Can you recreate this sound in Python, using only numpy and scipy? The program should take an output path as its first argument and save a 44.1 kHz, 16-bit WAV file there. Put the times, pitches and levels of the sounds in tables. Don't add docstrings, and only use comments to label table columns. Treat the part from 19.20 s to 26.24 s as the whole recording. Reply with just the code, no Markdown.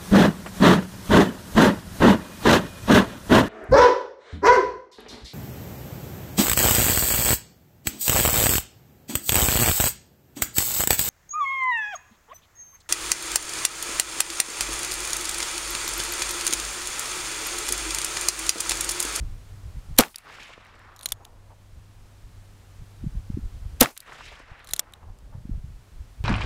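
import sys
import numpy as np
from scipy import signal
from scipy.fft import rfft, irfft
from scipy.io import wavfile
from scipy.ndimage import uniform_filter1d

SR = 44100
rng = np.random.default_rng(int(sys.argv[2]) if len(sys.argv) > 2 else 0)


def volts_from_decibels(level):
    exponent = np.asarray(level, float) / 20
    return 10 ** exponent


def dump(signal):
    limited = np.clip(np.atleast_2d(signal).T, -1, 1)
    pcm = np.round(limited * 32767).astype(np.int16)
    wavfile.write(sys.argv[1], SR, pcm)


N = 310464

SHOT_TIMES_S = [
    0.7837,
    4.6066,
]


def rms_one(x):
    return x / np.sqrt(np.mean(x ** 2) + 1e-20)


def band(x, low_hz, high_hz, order=2):
    edges_hz = [low_hz, min(high_hz, .45 * SR)]
    return signal.sosfilt(signal.butter(order, edges_hz, "band", fs=SR, output="sos"), x)


def ring(x, hz, t60_s):
    radius = volts_from_decibels(-60 / (t60_s * SR))
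    angle = 2 * np.pi * hz / SR
    return signal.lfilter([0, np.sin(angle)], [1, -2 * radius * np.cos(angle), radius * radius], x + 1e-18)


def drift(rate_hz, size):
    pole = np.exp(-2 * np.pi * rate_hz / SR)
    noise = rng.standard_normal(size + 8000)
    return rms_one(signal.lfilter([1], [1, -2 * pole, pole * pole], noise)[8000:])


def add(track, start_s, piece):
    at = round(start_s * SR)
    track[at:at + len(piece)] += piece[:N - at]


def blast():
    t = np.arange(int(.06 * SR)) / SR
    jet = rng.standard_normal(len(t))
    gas = rms_one(band(jet, 2800, 4800) + .85 * band(jet, 7000, 15000))
    rumble = rms_one(band(rng.standard_normal(len(t)), 600, 9400, order=1))
    eddies = (rng.random(len(t)) < 1300 / SR) * rng.uniform(-3, 5.5, len(t))
    kicks = uniform_filter1d(eddies, size=3)
    struck = t > .0029

    u = t - .0111
    sag = 80 * np.exp(-u / .0052)
    swing = (1.07 + .5 * np.exp(-u / .0033).clip(0, 1)) * (t > .0055) * (t < .026)
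    rock = swing * np.cos(2 * np.pi * (262 * u - 2500 * u ** 2))
    flash = 6 / (1 + np.exp((t - .0066) / .0004)) + .025
    settling = .55 / (1 + np.exp((.0215 - t) / .0008))
    rails = np.clip(sag * (rock - 1 + flash * gas + settling * rumble + kicks), -1, 1) * struck
    spit = gas * (.24 + .3 * np.exp(-((t - .0009) / .0002) ** 2)) * ~struck

    coupling_pole = np.exp(-2 * np.pi * 140 / SR)
    coupled = signal.lfilter([1, -1], [1, -coupling_pole], rails + spit)
    ceiling = .48 + .45 * np.exp(-((t - .004) / .0013) ** 2)
    return np.clip(coupled, -1, 1) * ceiling * np.exp(-(t / .028) ** 4)


def hammer_fall():
    t = np.arange(int(.0068 * SR)) / SR
    swell = volts_from_decibels(-32.5) + volts_from_decibels(-18.5) * np.exp((t - t[-1]) / .00076)
    return band(rng.standard_normal(len(t)), 500, 15000) * swell


def roll():
    # delay after the shot in seconds [s], level [dB],
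    # strongest pitch [Hz].
    slopes = [
        (.19, -63, 2500),
        (.235, -62, 2000),
        (.275, -50, 1350),
        (.33, -50, 1700),
        (.45, -49.5, 2800),
        (.52, -52.5, 2500),
        (.62, -56, 1650),
        (.82, -56, 1450),
        (1.5, -68, 650),
    ]
    near_db, near_loss_db_per_s, near_tilt_db_per_octave = -19.5, 408, -2.5
    grass_db, grass_loss_db_per_s, grass_hz = -47, 115, 10000
    below_db_per_octave, above_db_per_octave, deepest_db = 6.5, 10.5, 17
    ridge_octaves, ridge_db, ridge_fade_db_per_s = 1.2, -12.5, 12

    t = np.arange(int(1.85 * SR)) / SR
    delay_s, level_db, top_hz = np.transpose(slopes)
    far_db = np.interp(t, delay_s, level_db)
    far_db = far_db - 300 * (delay_s[0] - t).clip(0) - 30 * (t - delay_s[-1]).clip(0)
    top = np.interp(t, delay_s, np.log2(top_hz))
    clumps, out = drift(45, len(t)), 0
    for low_hz in 125 * 2 ** np.arange(0, 7, .5):
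        octave = np.log2(low_hz) + .25
        near = near_db - near_loss_db_per_s * t
        near = near + near_tilt_db_per_octave * max(octave - 9.8, 0) - 3.5 * max(9.8 - octave, 0)
        grass = grass_db - grass_loss_db_per_s * t - 6.5 * abs(octave - np.log2(grass_hz))
        far = far_db - (below_db_per_octave * (top - octave)).clip(0, deepest_db)
        far = far - above_db_per_octave * (octave - top).clip(0)
        ridge = far_db + ridge_db - ridge_fade_db_per_s * (t - .55).clip(0)
        ridge = ridge - 7.7 * abs(octave - top - ridge_octaves)
        air_db = 20 * (t - .2).clip(0) * max(np.log2(low_hz / 5000), 0)
        noise = rms_one(band(rng.standard_normal(len(t)), low_hz, low_hz * 2 ** .5))
        power = volts_from_decibels(2 * near) + volts_from_decibels(2 * grass) + volts_from_decibels(2 * far) + volts_from_decibels(2 * ridge)
        uneven_db = 1.3 * clumps + 1.8 * drift(35, len(t)) + 1.5 * drift(9, len(t))
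        out = out + noise * np.sqrt(power) * volts_from_decibels(-.7 - air_db) * volts_from_decibels(uneven_db)
    return out * np.clip((t - .016) / .008, 0, 1)


def echo(db, hz, width_hz, length_s):
    age = np.arange(2000) / SR / length_s
    smear = rng.standard_normal(2000) * age * np.exp(1 - age * 2)
    burst = band(smear, max(hz - width_hz / 2, 30), hz + width_hz / 2)
    return volts_from_decibels(db) * burst / np.abs(burst).max()


def shots():
    # delay after the shot in seconds [s], peak
    # level [dB], centre [Hz],
    reflectors = [(.003, -22.5, 100, 119, .014), (0.0385, -19, 1300, 900, 0.003),
                  (0.0516, -14, 1800, 1100, 0.0011), (0.0506, -30, 5000, 6000, .002),
                  (.062, -33, 1400, 1400, .006), (.098, -40, 5000, 8000, .002),
                  (.159, -36, 2434, 2860, 0.004), (0.284, -38.5, 1080, 694, 0.0047),
                  (0.313, -33, 1380, 1100, 0.005), (0.399, -35.5, 1230, 600, 0.0045),
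                  (0.448, -39, 6500, 3000, 0.001), (0.507, -40, 705, 700, 0.0112),
                  (.547, -41, 2700, 900, .004), (.592, -38, 693.6, 897.5, 0.0041),
                  (1.216, -44, 900, 400, 0.019), (1.264, -49.5, 950, 407, .03),
                  (1.515, -46, 796, 484, 0.027)]
    out = np.zeros(N)
    for shot_s in SHOT_TIMES_S:
        add(out, shot_s - .0068, hammer_fall())
        add(out, shot_s, blast())
        add(out, shot_s, roll())
        for delay_s, *shape in reflectors:
            add(out, shot_s + delay_s, echo(*shape))
    return out


def contact(db, frame_hz, part_hz, frame_db):
    t = np.arange(3000) / SR
    t60_s = max(.018 + .00024 * db, .003)
    draw = rng.standard_normal((2, 3000))
    dying = volts_from_decibels(-60 * t / t60_s) + .035 * volts_from_decibels(-60 * t / t60_s / 1.9)
    chatter = draw[0] * np.abs(draw[1]) * dying * np.clip(t / .0002, 0, 1)
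    bright = band(chatter, 3000, 12000) + .054 * ring(chatter, part_hz, .008)
    bright = bright + .33 * band(chatter, 1200, 3000) + .13 * band(chatter, 300, 1200)
    frame = ring(chatter, frame_hz, .006)
    knock = volts_from_decibels(frame_db + 9.5) * frame / np.abs(frame).max()
    return volts_from_decibels(db) * (bright / np.abs(bright).max() + knock)


def lockwork():
    # time the cylinder locks in seconds [s], pace as share of the first
    # stroke's length [ratio], level offset [dB].
    cockings = [
        (1.8582, 1, -1.2),
        (5.5348, .94, 0.2),
    ]
    # time from lock in seconds [s], peak level [dB], frame ring [Hz],
    # small part ring [Hz], frame level [dB].
    stroke = [(-.0952, -36.5, 4400, 6960, -22), (-.0902, -43, 4100, 7500, -18),
              (-.0735, -48, 3400, 6900, -20), (-.0665, -32, 4400, 7640, -14),
              (-.0588, -42, 4200, 7140, -19), (-.0478, -30.5, 4240, 6550, -13),
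              (-.0318, -36, 4230, 9800, -16), (-.0268, -28, 4220, 9450, -14),
              (.0001, -8.5, 4200, 6900, -16), (.0302, -23.5, 4400, 6900, -19),
              (.0464, -38, 3200, 11200, -17), (.0626, -5.5, 3500, 9200, -19)]
    # time in seconds [s], peak level [dB],
    # frame ring [Hz], small part ring [Hz], frame level [dB].
    ticks = [(0.764, -42, 3320, 7560, -20), (0.766, -36, 3550, 7640, -16),
             (0.9585, -19.5, 5600, 11200, -22), (0.984, -24.5, 4550, 10600, -25),
             (1.45, -48, 3920, 6010, -13), (1.4674, -47, 4170, 6010, -14), (1.554, -52, 6000, 8000, -14),
             (1.5931, -48, 3600, 8440, -20), (1.938, -45, 4950, 7560, -19.5), (2.048, -43, 3900, 9000, -20),
             (2.0512, -32, 3900, 7450, -9), (4.7758, -21.5, 5240, 11200, -25),
             (4.8038, -25.5, 5130, 10600, -26), (5.1946, -46.5, 3080, 8530, -21.5),
             (5.3942, -51, 3530, 9540, -19), (5.7365, -32, 3800, 7750, -9), (5.7235, -45, 4200, 10500, -25),
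             (5.519, -42, 3900, 7000, -14), (5.9874, -46, 3140, 7560, -20)]
    # start in seconds [s], stop [s], level [dB], pitch [Hz], waver [Hz].
    spring = [
        (1.831, 1.858, -44, 9500, 90),
        (1.862, 1.872, -44, 9500, 90),
        (1.93, 2.05, -71.5, 6700, 15),
        (5.509, 5.517, -43, 9500, 90),
        (5.522, 5.535, -47, 9500, 90),
        (5.598, 5.608, -46, 9500, 90),
    ]
    # start in seconds [s], stop [s], level [dB].
    slides = [
        (1.793, 1.83, -66),
        (1.827, 1.914, -57),
        (5.472, 5.513, -63),
        (5.503, 5.594, -60),
    ]

    out = np.zeros(N)
    contacts = list(ticks)
    for lock_s, pace, more_db in cockings:
        contacts += [(lock_s + pace * s, db + more_db, *rest) for s, db, *rest in stroke]
    for at_s, *shape in contacts:
        add(out, at_s - .0002, contact(*shape))

    for start_s, stop_s, db, hz, waver_hz in spring:
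        size = int((stop_s - start_s) * SR)
        song = np.sin(2 * np.pi * np.cumsum(hz + waver_hz * drift(150, size)) / SR)
        add(out, start_s, volts_from_decibels(db - 4 + 3.5 * drift(90, size)) * song)

    t = np.arange(N) / SR
    sliding = rms_one(band(rng.standard_normal(N), 2200, 10000)) * volts_from_decibels(4.3 * drift(110, N))
    for start_s, stop_s, db in slides:
        out += volts_from_decibels(db) * sliding * ((t > start_s) & (t < stop_s))
    return out


def duck_db():
    depth_db, recovery_s = -27.5, .99
    t = np.arange(N) / SR
    return sum(depth_db * np.exp(-(t - s).clip(0) / recovery_s) * (t > s) for s in SHOT_TIMES_S)


def wind():
    # middle in seconds [s], level under 60 Hz [dB], half length [s],
    # upper band relative level [dB].
    puffs = [(0.02, -27, .035, -16), (.12, -38, .07, -9), (.35, -44, .05, -6), (.48, -35, .04, -30),
             (.575, -32, .025, -10), (.715, -33, .025, -8), (1.94, -46, .035, -3), (2.14, -51, .06, -22),
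             (2.57, -41, .05, -20), (2.8, -51, .05, -20), (3.1, -50, .07, -12), (3.62, -37, .03, -20),
             (3.86, -32, .035, -3), (3.97, -32, .045, -15), (4.15, -35, .05, -5), (4.25, -30.5, .03, -22),
             (4.36, -36, .025, -24), (4.44, -34, .04, -20), (4.55, -39, .04, -14), (5.1, -46, .12, -9),
             (5.32, -45, .03, -14), (5.53, -44, .04, -8), (5.88, -38, .07, -24), (6.07, -42, .06, -12),
             (6.2, -41, .06, -6), (6.34, -29, .04, -20), (6.5, -40, .09, -11), (6.8, -38, .06, -22),
             (7.02, -38, .035, -10)]
    # middle in seconds [s], peak level [dB], pitch [Hz], length [cycles].
    thumps = [(3.621, -35.5, 120, .6), (3.842, -25.5, 230, 0.71), (3.869, -17.5, 137, 0.68),
              (3.954, -27.5, 128, 0.62), (3.977, -24.5, 55, 0.45), (4.103, -18, 129, 0.31),
              (4.146, -19, 90, 0.57), (4.174, -20, 255, 0.68), (4.189, -28.5, 207, 0.92),
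              (4.351, -29, 53.7, .5), (4.46, -27, 79.6, 0.47), (5.319, -32, 70, 0.3),
              (6.154, -27.5, 109, 0.48), (6.185, -31.5, 90, 0.47), (6.255, -27, 148, 0.34),
              (6.296, -24.5, 198, 0.61), (6.318, -26.5, 90.4, .5), (6.351, -25.5, 55, .6),
              (6.378, -31, 130, 0.63), (6.445, -25.5, 95.3, 0.44), (6.81, -28, 55.2, 0.61),
              (7.011, -23, 60, .4)]
    t = np.arange(0, N, 32) / SR
    low_gain, high_gain = volts_from_decibels(-52), volts_from_decibels(-62)
    for middle_s, db, half_s, upper_db in puffs:
        swell = volts_from_decibels(db) * np.exp(-((t - middle_s) / max(half_s, .01)) ** 2)
        low_gain = low_gain + swell
        high_gain = high_gain + swell * volts_from_decibels(upper_db)
    dip = volts_from_decibels(.5 * duck_db()[::32])
    low = rms_one(band(rng.standard_normal(N), 17, 56)) * volts_from_decibels(1.5 * drift(36, N))
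    low = low * np.repeat(dip * low_gain, 32)[:N]
    high = rms_one(band(rng.standard_normal(N), 58, 135, order=3)) * volts_from_decibels(2.0 * drift(17, N))
    high = high * np.repeat(dip * high_gain, 32)[:N]
    for middle_s, db, hz, length_cycles in thumps:
        u = np.arange(-1200, 1200) / SR * hz
        thump = -volts_from_decibels(db) * np.cos(2 * np.pi * u) * np.exp(-(u / length_cycles) ** 2)
        add(high, middle_s - 1200 / SR, thump)
    return low + high


def background():
    # frequency [Hz], density [dB per Hz].
    hiss_colour = [(105, -7), (150, 5.5), (300, -1.5), (600, -4.3), (1280, -7), (2240, -11), (7700, -16.3),
                   (16000, -24.5)]
    # time in seconds [s], level [dB].
    hum_levels = [(0, -49), (2.5, -47.5), (4.6, -48), (5.8, -54), (7.04, -51.5)]
    hiss_db, hum_hz = -55.7, 98
    hz = np.fft.rfftfreq(N, 1 / SR) + 1
    colour_hz, colour_db = np.transpose(hiss_colour)
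    colour = volts_from_decibels(np.interp(np.log(hz), np.log(colour_hz), colour_db))
    hiss = rms_one(irfft(rfft(rng.standard_normal(N)) * colour, N))
    t = np.arange(N) / SR
    hum = np.sin(2 * np.pi * np.cumsum(hum_hz + 1.5 * drift(3, N)) / SR) * np.sqrt(2)
    hum *= volts_from_decibels(np.interp(t, *np.transpose(hum_levels)) + 2.0 * drift(6, N) - 1.0)
    return volts_from_decibels(duck_db()) * (volts_from_decibels(hiss_db) * hiss + hum)


def scene():
    return (shots() + lockwork() + wind() + background())[None]


def low_pass(x):
    return signal.sosfilt(signal.butter(12, 16320, fs=SR, output="sos"), x)


def record(dry):
    cut = signal.sosfilt(signal.cheby2(10, 40, 16300, fs=SR, output="sos"), dry)
    mix = np.clip(cut, -1, 1)
    return low_pass(mix)


dry = scene()
out = record(dry)
dump(out)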